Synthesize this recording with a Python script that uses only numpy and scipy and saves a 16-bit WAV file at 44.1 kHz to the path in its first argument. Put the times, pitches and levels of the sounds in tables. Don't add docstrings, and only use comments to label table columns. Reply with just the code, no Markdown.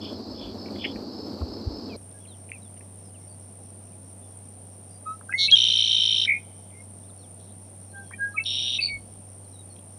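import sys
import numpy as np
from scipy import signal
from scipy.fft import rfft, irfft
from scipy.io import wavfile
from scipy.ndimage import uniform_filter1d

SR = 44100
rng = np.random.default_rng(int(sys.argv[2]) if len(sys.argv) > 2 else 0)


def dump(signal):
    limited = np.clip(np.atleast_2d(signal).T, -1, 1)
    pcm = np.round(limited * 32767).astype(np.int16)
    wavfile.write(sys.argv[1], SR, pcm)


N = 440118
T = np.arange(N) / SR
PLACE_CHANGE_S = 1.963

# frequency in Hz, power in dB per Hz.
POND_SPECTRUM = [(30, -120), (80, -67), (170, -75.5), (200, -61), (270, -60), (500, -69), (900, -78),
                 (1100, -82.5), (2000, -99), (5800, -99), (6800, -106), (7700, -101), (9000, -108),
                 (16000, -110)]
REED_SPECTRUM = [(25, -101), (60, -89), (130, -79), (200, -74), (340, -83), (700, -83.5), (1100, -95.5),
                 (1600, -102), (3000, -104), (4500, -107), (7000, -108), (16000, -110)]
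# loudest moment in seconds, rumble level in dB.
WIND_GUSTS = [(.35, -57), (.48, -45), (.95, -51), (1.5, -47), (1.76, -52), (1.95, -56), (8.95, -50),
              (9.1, -52)]
# middle in seconds, level in dB, pitch in Hz,
# time from middle to near silence in ms, roughness (0 is smooth).
WIND_BUMPS = [(.31, -39, 64.3, 25, .2), (1.431, -19, 76.6, 23, 0.2), (1.676, -17, 76, 9.8, 0.07),
              (1.72, -30, 65, 18, .2)]
# centre in Hz, width of one pass in Hz, level in dB.
CHORUS_WINGS = [(4245, 500, -53), (4560, 320, -53), (4910, 660, -53)]
# centre in Hz, width of one pass in Hz, level in dB.
CRICKET_WINGS = [(5182, 88, -49.5)]
# start in seconds, end in seconds.
CRICKET_CHIRP_TIMES = [(0, 0.17), (.29, 0.43), (.58, 0.68), (.8, 0.94), (1.12, 1.326), (1.48, 1.6),
                       (1.7, 1.88)]
# centre in Hz, width of one pass in Hz, level in dB.
KATYDID_WINGS = [(8786, 580, -55.5), (9106, 340, -51.5), (9580, 210, -61), (9993, 67, -62)]
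# centre in Hz, width of one pass in Hz, level at full chirp in dB.
FAR_CRICKET_WINGS = [(5590, 590, -69.5)]
# start in seconds, length in ms, from Hz, to Hz, level in dB.
FAR_BIRD_CHIRPS = [ (1.89, 72, 2700, 2180, -51), (2.135, 68, 1640, 1646, -66), (1.885, 50, 3500, 2900, -60),
                   (2.18, 230, 3440, 3010, -70), (2.25, 16, 3100, 2100, -58.5), (2.27, 9, 3000, 4300, -59),
                   (2.34, 10, 3350, 2600, -64), (2.275, 81, 4280, 3170, -61), (2.522, 62, 2790, 2230, -53),
                   (2.612, 78, 4100, 3180, -66), (3.03, 82, 5400, 4800, -70), (3.14, 50, 3160, 2150, -64),
                   (3.2, 93, 2125, 2170, -74), (3.272, 100, 4740, 4430, -66), (3.9, 56, 2900, 2100, -69),
                   (4.22, 68, 3520, 3460, -72), (4.31, 80, 3430, 3130, -72), (4.885, 120, 4840, 4770, -69),
                   (6.7, 16, 3610, 1880, -61), (6.738, 91, 2080, 2165, -56), (7.03, 34, 3400, 3890, -65.5),
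                   (7.085, 29, 4400, 3280, -61.5), (7.175, 63, 4450, 4150, -64.5),
                   (7.215, 55, 4100, 2900, -66), (7.82, 30, 4250, 4350, -71),
                   (7.975, 30, 4250, 4050, -68.5), (7.95, 45, 3200, 3480, -70),
                   (7.893, 44, 4150, 4280, -70.5), (7.995, 225, 3450, 3030, -69.5),
                   (8.062, 27, 4450, 4130, -67), (8.206, 63, 4020, 4230, -68),
                   (8.315, 58, 4330, 3850, -66.5), (9.44, 30, 4620, 3880, -65.5),
                   (9.528, 51, 4060, 3720, -61.5), (9.58, 47, 3880, 3760, -53.5),
                   (9.69, 60, 4480, 4150, -63)]
# middle in seconds, level in dB, pitch in Hz,
# time from middle to near silence in ms, roughness (0 is smooth).
SHORT_TICKS = [(.662, -41, 2310, 5, 0.4), (.686, -45, 2300, 5, 0.3), (.762, -40.5, 2100, 4, 0.68),
               (.851, -21.5, 2570, 13, 0.84), (.962, -41, 2100, 4, 0.9), (1.417, -33, 1110, 6, 0.46),
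               (2.115, -47, 4500, 1.2, 0.6), (2.495, -46.5, 2440, 9, 0.5), (2.5185, -20.5, 2330, 1.1, 0.23),
               (2.775, -56, 2500, 11, 0.76), (2.81, -52, 2200, 4, 1.1), (3.875, -53, 2700, 3, .3),
               (5.505, -28.5, 3450, 15, 1.1), (6.258, -40.5, 1930, 8.5, 0.75), (5.213, -37, 1300, 3, 0.6),
               (5.2955, -31, 1420, 2.5, 0.4), (5.3275, -17, 2080, 1.5, 0.42), (5.5125, -21, 5740, 2.5, .2),
               (5.516, -7, 3980, 1.6, 0.2), (7.098, -51.5, 1300, 5, 0.25), (8.123, -39, 1910, 8, 0.94),
               (8.113, -36, 1364, 4, 0.54), (8.441, -40, 5700, 3, 0.2), (8.44, -34, 4300, 2.5, 0.54),
               (9.765, -46, 3260, 3, 0.5), (9.79, -51, 3300, 5, 0.43)]
# loudest moment in seconds, level in dB.
RASP_CALLS = [(.06, -44), (0.44, -46.5), (0.848, -39.5)]

RASP_SYLLABLES = [(0, 0), (.95, 82)]
RASP_TONES = [(0, .95, 3480, 3320, 0, .45), (.3, .9, 3200, 3000, -6, .7), (.2, .9, 2600, 2350, -15, .8)]
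RATTLE_SYLLABLES = [(7.39, 0), (7.535, 11)]
RATTLE_LEVEL = [(7.39, -66), (7.41, -66), (7.5, -66), (7.535, -72)]
RATTLE_TONES = [(0, .7, 4600, 3400, 0, .5), (.3, .7, 4000, 3100, -3, .8)]
BUZZ_SYLLABLES = [(5.3785, 0), (5.4335, 10), (5.4635, 16), (5.479, 19.5)]
BUZZ_LEVEL = [(5.372, -48), (5.392, -25), (5.414, -20.5), (5.432, -19.5), (5.455, -21), (5.479, -30)]
BUZZ_TONES = [(0, .75, 3300, 4450, 0, .08), (.5, .55, 4400, 4300, -7, .15), (0, 1, 5640, 5600, -18, .1),
              (0, 1, 6380, 6440, -26, .15), (.1, .8, 7000, 7700, -36, .2), (0, .9, 13000, 13200, -44, .5)]
LONG_TRILL_SYLLABLES = [(5.5518, 0), (5.7012, 9), (5.8582, 18), (6.0003, 26), (6.1437, 34), (6.2683, 41)]
LONG_TRILL_LEVEL = [(5.546, -23.5), (5.556, -17), (5.601, -20.5), (5.9, -20.5), (6.24, -22), (6.259, -26),
                    (6.271, -41.5)]
LONG_TRILL_TONES = [(-.08, .62, 3115, 3075, 1, .2), (-.08, .58, 3620, 3740, -1.5, .3),
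                    (-.07, .2, 3300, 3550, -4, .15), (.27, .27, 3900, 4150, -6, .3),
                    (.45, .55, 4000, 3650, -10, .6), (.45, .55, 2950, 3250, -12.5, .6),
                    (0, .98, 2800, 2300, -23, .8), (.8, .99, 5560, 5760, -15, .6),
                    (.4, .5, 5700, 5500, -20, .7), (.8, .6, 5280, 5400, -19, .5),
                    (.9, .7, 5950, 6400, -26, .6), (0, .9, 4400, 4900, -34, .9)]
WARBLE_SYLLABLES = [(6.27, 0), (6.286, 1.0), (6.316, 3), (6.343, 5), (6.405, 10)]
WARBLE_LEVEL = [(6.264, -38), (6.279, -24), (6.295, -19.5), (6.322, -20), (6.343, -30), (6.37, -40),
                (6.405, -58)]
WARBLE_TONES = [(0, 1, 2480, 2030, 0, .1), (.75, .5, 2150, 2500, -8, .3)]
SHORT_TRILL_SYLLABLES = [(8.447, 0), (8.4654, 2.0), (8.4812, 4), (8.607, 20.0), (8.7823, 42)]
SHORT_TRILL_LEVEL = [(8.444, -52), (8.454, -42), (8.458, -28), (8.6, -27.5), (8.776, -27.5), (8.784, -42)]
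SHORT_TRILL_TONES = [(0, .66, 3770, 3630, 0, .2), (0, .72, 3430, 3110, -2, .35),
                     (.35, .72, 3150, 2820, -5, .4), (.5, .6, 3500, 3740, -7, .4),
                     (.5, .99, 5500, 5720, -9, .4), (0, .99, 4250, 5000, -28, .9),
                     (0, .99, 2650, 2300, -27, .9)]
ENDING_SYLLABLES = [(8.803, 0), (8.8425, 4), (8.865, 6), (8.894, 8), (8.927, 10), (9.02, 15)]
ENDING_LEVEL = [(8.798, -49), (8.825, -23.5), (8.86, -25), (8.884, -34), (8.9, -42), (8.94, -53),
                (9.02, -74)]
ENDING_TONES = [(0, 0.98, 4600, 4260, 0, .05)]
UNDER_LEVEL = [(8.803, -30), (8.83, -40), (8.86, -43), (8.885, -40), (8.915, -55)]
UNDER_TONES = [(0, 0.67, 3000, 2360, -6, 0.6), (0.33, 0.95, 2300, 2560, -3, 0.73),
               (0, 0.51, 4100, 3600, -9, 0.87)]
# start in seconds, attack in ms, hold in ms, release in ms,
# from Hz, to Hz, level in dB.
SONG_WHISTLES = [ (5.05, 24, 28, 68, 1258, 1306, -33), (5.285, 12, 28, 12, 1530, 1690, -38),
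                 (5.306, 18, 8, 8, 2580, 2500, -41), (5.336, 3, 6, 26, 1990, 2200, -22),
                 (5.345, 14, 68, 55, 2183, 2181, -34), (5.355, 55, 18, 18, 4372, 4376, -33),
                 (5.443, 17, 12, 12, 4230, 4130, -27.5), (5.475, 14, 1, 14, 2260, 2250, -28),
                 (5.472, 17, 3, 14, 2605, 2665, -23), (5.518, 6, 20, 16, 3285, 3232, -9.5),
                 (6.33, 12, 28, 40, 2390, 2500, -33), (6.33, 10, 8, 60, 2130, 2230, -36),
                 (7.92, 47, 16, 90, 1595, 1560, -43), (7.915, 52, 10, 110, 812, 775, -56),
                 (8.131, 7, 1, 13, 1890, 1865, -40), (8.131, 8, 1, 17, 2250, 2480, -39),
                 (8.178, 54, 14, 92, 1622, 1640, -22.5), (8.337, 11, 10, 22, 1255, 1280, -40),
                 (8.358, 18, 2, 8, 2490, 2580, -30), (8.374, 9, 5, 9, 2315, 2170, -21),
                 (8.388, 11, 6, 34, 2615, 2655, -29), (8.392, 12, 3, 20, 2195, 2235, -35),
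                 (8.78, 15, 2, 11, 2640, 2575, -22), (8.783, 7, 2, 15, 2200, 2180, -39),
                 (8.865, 40, 46, 55, 2275, 2195, -33.5)]
WHISTLE_OVERTONES = {0: [(2, -32), (3, -33)], 4: [(3, -26)], 5: [(3, -38)], 9: [(.5, -34), (1.5, -38),
                     (2, -37), (4, -55)], 16: [(2, -52), (3, -53)], 20: [(.5, -25), (1.5, -40)]}

HUM_HZ, REED_HUM_DB, POND_HUM_DB = 96.9, -48, -51
GUST_RISE_DB_PER_S, GUST_FALL_DB_PER_S, POND_LULL_DB = 173.5, 148, -78
FAR_CRICKET_PER_S, FAR_CRICKET_BEAT_S = 4.77, 2.195
RASP_SWELL_DB_PER_S2 = 2200
CHIRP_ATTACK_SHARE, CHIRP_HOLD_SHARE, CHIRP_RELEASE_SHARE = .18, .55, .27
NOTE_EDGE_DB = 36.5
SONG_WAVER_DB, CHIRP_WAVER_DB = .5, 3.5
PACE_WAVER = .019
ECHO_DB, ECHO_T60_S, ECHO_LATE_DB, ECHO_LATE_T60_S = -15, .12, -37, .7
BANK_DB, BANK_DELAY_S, BANK_SPREAD_S, BANK_CUT_HZ = -52, .43, .015, 3300
CUTOFF_HZ = 16500


def amp(db):
    return 10 ** (np.asarray(db) / 20)


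def rms_one(x):
    return x / np.sqrt(np.mean(x ** 2) + 1e-20)


def wander(hz, size=N):
    pole = np.exp(-2 * np.pi * hz / SR)
    noise = rng.standard_normal(size + SR // 4)
    slow = signal.lfilter([1], [1, -2 * pole, pole * pole], noise)
    return rms_one(slow[SR // 4:])


def flutter(hz, size):
    low = signal.butter(6, hz, fs=SR, output="sos")
    return rms_one(signal.sosfilt(low, rng.standard_normal(size + 4000))[4000:])


def coloured(spectrum):
    hz, db = np.transpose(spectrum)
    bins = np.maximum(np.arange(N // 2 + 1) * SR / N, 1)
    gain = amp(np.interp(np.log(bins), np.log(hz), db)) * np.sqrt(SR / 2)
    return irfft(rfft(rng.standard_normal(N)) * gain, N)


def bursts(rows):
    out = np.zeros(N)
    u = np.arange(-4000, 4000) / SR
    for s, db, hz, ms, rough in rows:
        shake = (1 - rough) + rough * flutter(hz / 4, size=len(u))
        bell = np.exp(-(u * 1000 / ms) ** 2 * 2)
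        first = int(s * SR) - 4000
        out[first:first + len(u)] += amp(db) * bell * shake * np.cos(2 * np.pi * hz * u)
    return out


def insect(modes, strokes_hz, depth):
    out = 0
    for hz, width_hz, db in modes:
        r = np.exp(-np.pi * width_hz / SR)
        wing = [1, 0, -1], [1, -2 * r * np.cos(2 * np.pi * hz / SR), r * r]
        once = signal.lfilter(*wing, rng.standard_normal(N))
        out = out + amp(db) * rms_one(signal.lfilter(*wing, once))
    turn = 2 * np.pi * strokes_hz * T + .8 * wander(2.5)
    return out * rms_one(1 + depth * np.sin(turn) + .4 * depth * np.sin(2 * turn))


def wind():
    band = signal.butter(3, [42, 85], "band", fs=SR, output="sos")
    rumble = rms_one(signal.sosfilt(band, rng.standard_normal(N)))
    level = amp(POND_LULL_DB) * (T < PLACE_CHANGE_S)
    for s, db in WIND_GUSTS:
        slope = np.where(T < s, GUST_RISE_DB_PER_S, GUST_FALL_DB_PER_S)
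        level = level + amp(db - slope * abs(T - s))
    return level * rumble + bursts(WIND_BUMPS)


def pond():
    chirping = sum((T > start) & (T < end) for start, end in CRICKET_CHIRP_TIMES)
    softened = uniform_filter1d(chirping * 1., size=1500)
    cricket = softened * insect(CRICKET_WINGS, 63.3, depth=.44)
    roar = coloured(POND_SPECTRUM) * amp(1.3 * wander(19))
    hum = amp(POND_HUM_DB) * np.sqrt(2) * np.sin(2 * np.pi * HUM_HZ * T)
    return roar + hum + cricket + insect(CHORUS_WINGS, 64, depth=.098)


def reed_bed():
    hum_level = amp(REED_HUM_DB + .6 * wander(3.2)) * np.sqrt(2)
    hum = hum_level * np.sin(2 * np.pi * HUM_HZ * T + .3 * wander(1.5))
    beat = np.cos(2 * np.pi * FAR_CRICKET_PER_S * (T - FAR_CRICKET_BEAT_S))
    chirping = np.clip(.6 + 1.5 * beat, .45, 1)
    far_cricket = chirping * insect(FAR_CRICKET_WINGS, 73, depth=.6)
    return coloured(REED_SPECTRUM) + hum + insect(KATYDID_WINGS, 61.3, depth=.27) + far_cricket


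def whistles(notes, overtones, waver_db):
    out = np.zeros(N)
    for number, (s, attack_ms, hold_ms, release_ms, from_hz, to_hz, db) in enumerate(notes):
        total_ms = attack_ms + hold_ms + release_ms
        ms = np.arange(int(total_ms * SR / 1000)) * 1000 / SR
        turn = 2 * np.pi * np.cumsum(np.linspace(from_hz, to_hz, len(ms))) / SR
        tone = np.sin(turn)
        for multiple, overtone_db in overtones.get(number, []):
            tone = tone + amp(overtone_db) * np.sin(multiple * turn)
        opening = np.clip(np.minimum(ms / attack_ms, (total_ms - ms) / release_ms), 0, 1)
        level_db = waver_db * wander(50, size=len(ms)) - NOTE_EDGE_DB * (1 - opening) ** 2
        level = amp(level_db) * np.minimum(10 * opening, 1)
        first = int(s * SR)
        out[first:first + len(ms)] += np.sqrt(2) * amp(db) * level * tone
    return out


def trill(pace, effort, voices, edge, lean, climb=0):
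    s, db = np.transpose(effort)
    span = slice(int(s[0] * SR), int(s[-1] * SR))
    beat = np.interp(T[span], *np.transpose(pace))
    beat = np.maximum.accumulate(beat + PACE_WAVER * wander(12, size=len(beat)))
    sound = 0
    for start, length, from_hz, to_hz, voice_db, rough in voices:
        which, share = np.divmod(beat - start, 1)
        along = np.clip(share / length, 0, 1)
        chance = rng.standard_normal((100, 2))[which.astype(int) % 100]
        hz = (from_hz + (to_hz - from_hz) * along) * (1 + .01 * rough * chance[:, 0])
        hz = hz * (1 + climb * (from_hz > 4500) * np.linspace(-.5, .5, len(hz)))
        turn = 2 * np.pi * np.cumsum(hz) / SR
        turn = turn - turn[np.searchsorted(which, which)]
        gate = np.sin(np.pi / 2 * np.clip(edge * np.sin(np.pi * along ** lean), 0, 1)) ** 2
        shake = (1 - rough) + rough * flutter(180, size=len(beat))
        voice_level = amp(voice_db + 2.5 * rough * chance[:, 1])
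        sound = sound + gate * voice_level * shake * np.sin(turn)
    reach = np.array(voices)[:, 2:4]
    throat = signal.butter(4, [.92 * reach.min(), 1.05 * reach.max()], "band", fs=SR, output="sos")
    sound = signal.sosfilt(throat, sound)
    level = amp(np.interp(T[span], s, db)) * signal.windows.tukey(len(beat), .04)
    out = np.zeros(N)
    out[span] = rms_one(sound) * level
    return out


def far_chirps():
    shares = np.array([CHIRP_ATTACK_SHARE, CHIRP_HOLD_SHARE, CHIRP_RELEASE_SHARE])
    notes = [(s, *(ms * shares), *pitch_and_level) for s, ms, *pitch_and_level in FAR_BIRD_CHIRPS]
    return whistles(notes, {}, CHIRP_WAVER_DB)


def rasping_bird():
    s = np.arange(0, RASP_SYLLABLES[-1][0], .01)
    calls_db = [db - RASP_SWELL_DB_PER_S2 * (s - loudest) ** 2 for loudest, db in RASP_CALLS]
    effort = np.transpose([s, np.max(calls_db, axis=0)])
    return trill(RASP_SYLLABLES, effort, RASP_TONES, edge=3.4, lean=.93)


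def far_birds_and_ticks():
    rattle = trill(RATTLE_SYLLABLES, RATTLE_LEVEL, RATTLE_TONES, edge=1.75, lean=.81)
    return far_chirps() + rasping_bird() + rattle + bursts(SHORT_TICKS)


def blackbird():
    song = whistles(SONG_WHISTLES, WHISTLE_OVERTONES, SONG_WAVER_DB)
    song += trill(BUZZ_SYLLABLES, BUZZ_LEVEL, BUZZ_TONES, edge=.9, lean=.85)
    song += trill(LONG_TRILL_SYLLABLES, LONG_TRILL_LEVEL, LONG_TRILL_TONES, edge=2.1, lean=.9, climb=-.03)
    song += trill(WARBLE_SYLLABLES, WARBLE_LEVEL, WARBLE_TONES, edge=1.4, lean=1.4)
    song += trill(SHORT_TRILL_SYLLABLES, SHORT_TRILL_LEVEL, SHORT_TRILL_TONES, edge=1.3, lean=.8, climb=.04)
    song += trill(ENDING_SYLLABLES, ENDING_LEVEL, ENDING_TONES, edge=.95, lean=.95, climb=-.05)
    song += trill(ENDING_SYLLABLES, UNDER_LEVEL, UNDER_TONES, edge=1.3, lean=.9)
    return song


def marsh_echo(x):
    t = T[:SR // 2]
    near = amp(-60 * t / ECHO_T60_S) * (t > .004) * rng.standard_normal(len(t))
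    late = amp(-60 * t / ECHO_LATE_T60_S) * (t > .04) * rng.standard_normal(len(t))
    bank = np.exp(-((t - BANK_DELAY_S) / BANK_SPREAD_S) ** 2) * flutter(BANK_CUT_HZ, size=len(t))
    haze = np.zeros(len(t))
    for db, part in [(ECHO_DB, near), (ECHO_LATE_DB, late), (BANK_DB, bank)]:
        haze += amp(db) * part / np.linalg.norm(part)
    return x + signal.fftconvolve(x, haze)[:N]


def scene():
    at_reeds = np.clip((T - PLACE_CHANGE_S) / .004, 0, 1)
    background = (1 - at_reeds) * pond() + at_reeds * reed_bed() + wind()
    birds = marsh_echo(blackbird() + far_birds_and_ticks())
    return (background + birds)[None]


def record(dry):
    dry = signal.sosfilt(signal.butter(2, 40, "high", fs=SR, output="sos"), dry)
    return signal.sosfilt(signal.cheby2(14, 80, CUTOFF_HZ, fs=SR, output="sos"), dry)


dry = scene()
out = record(dry)
dump(out)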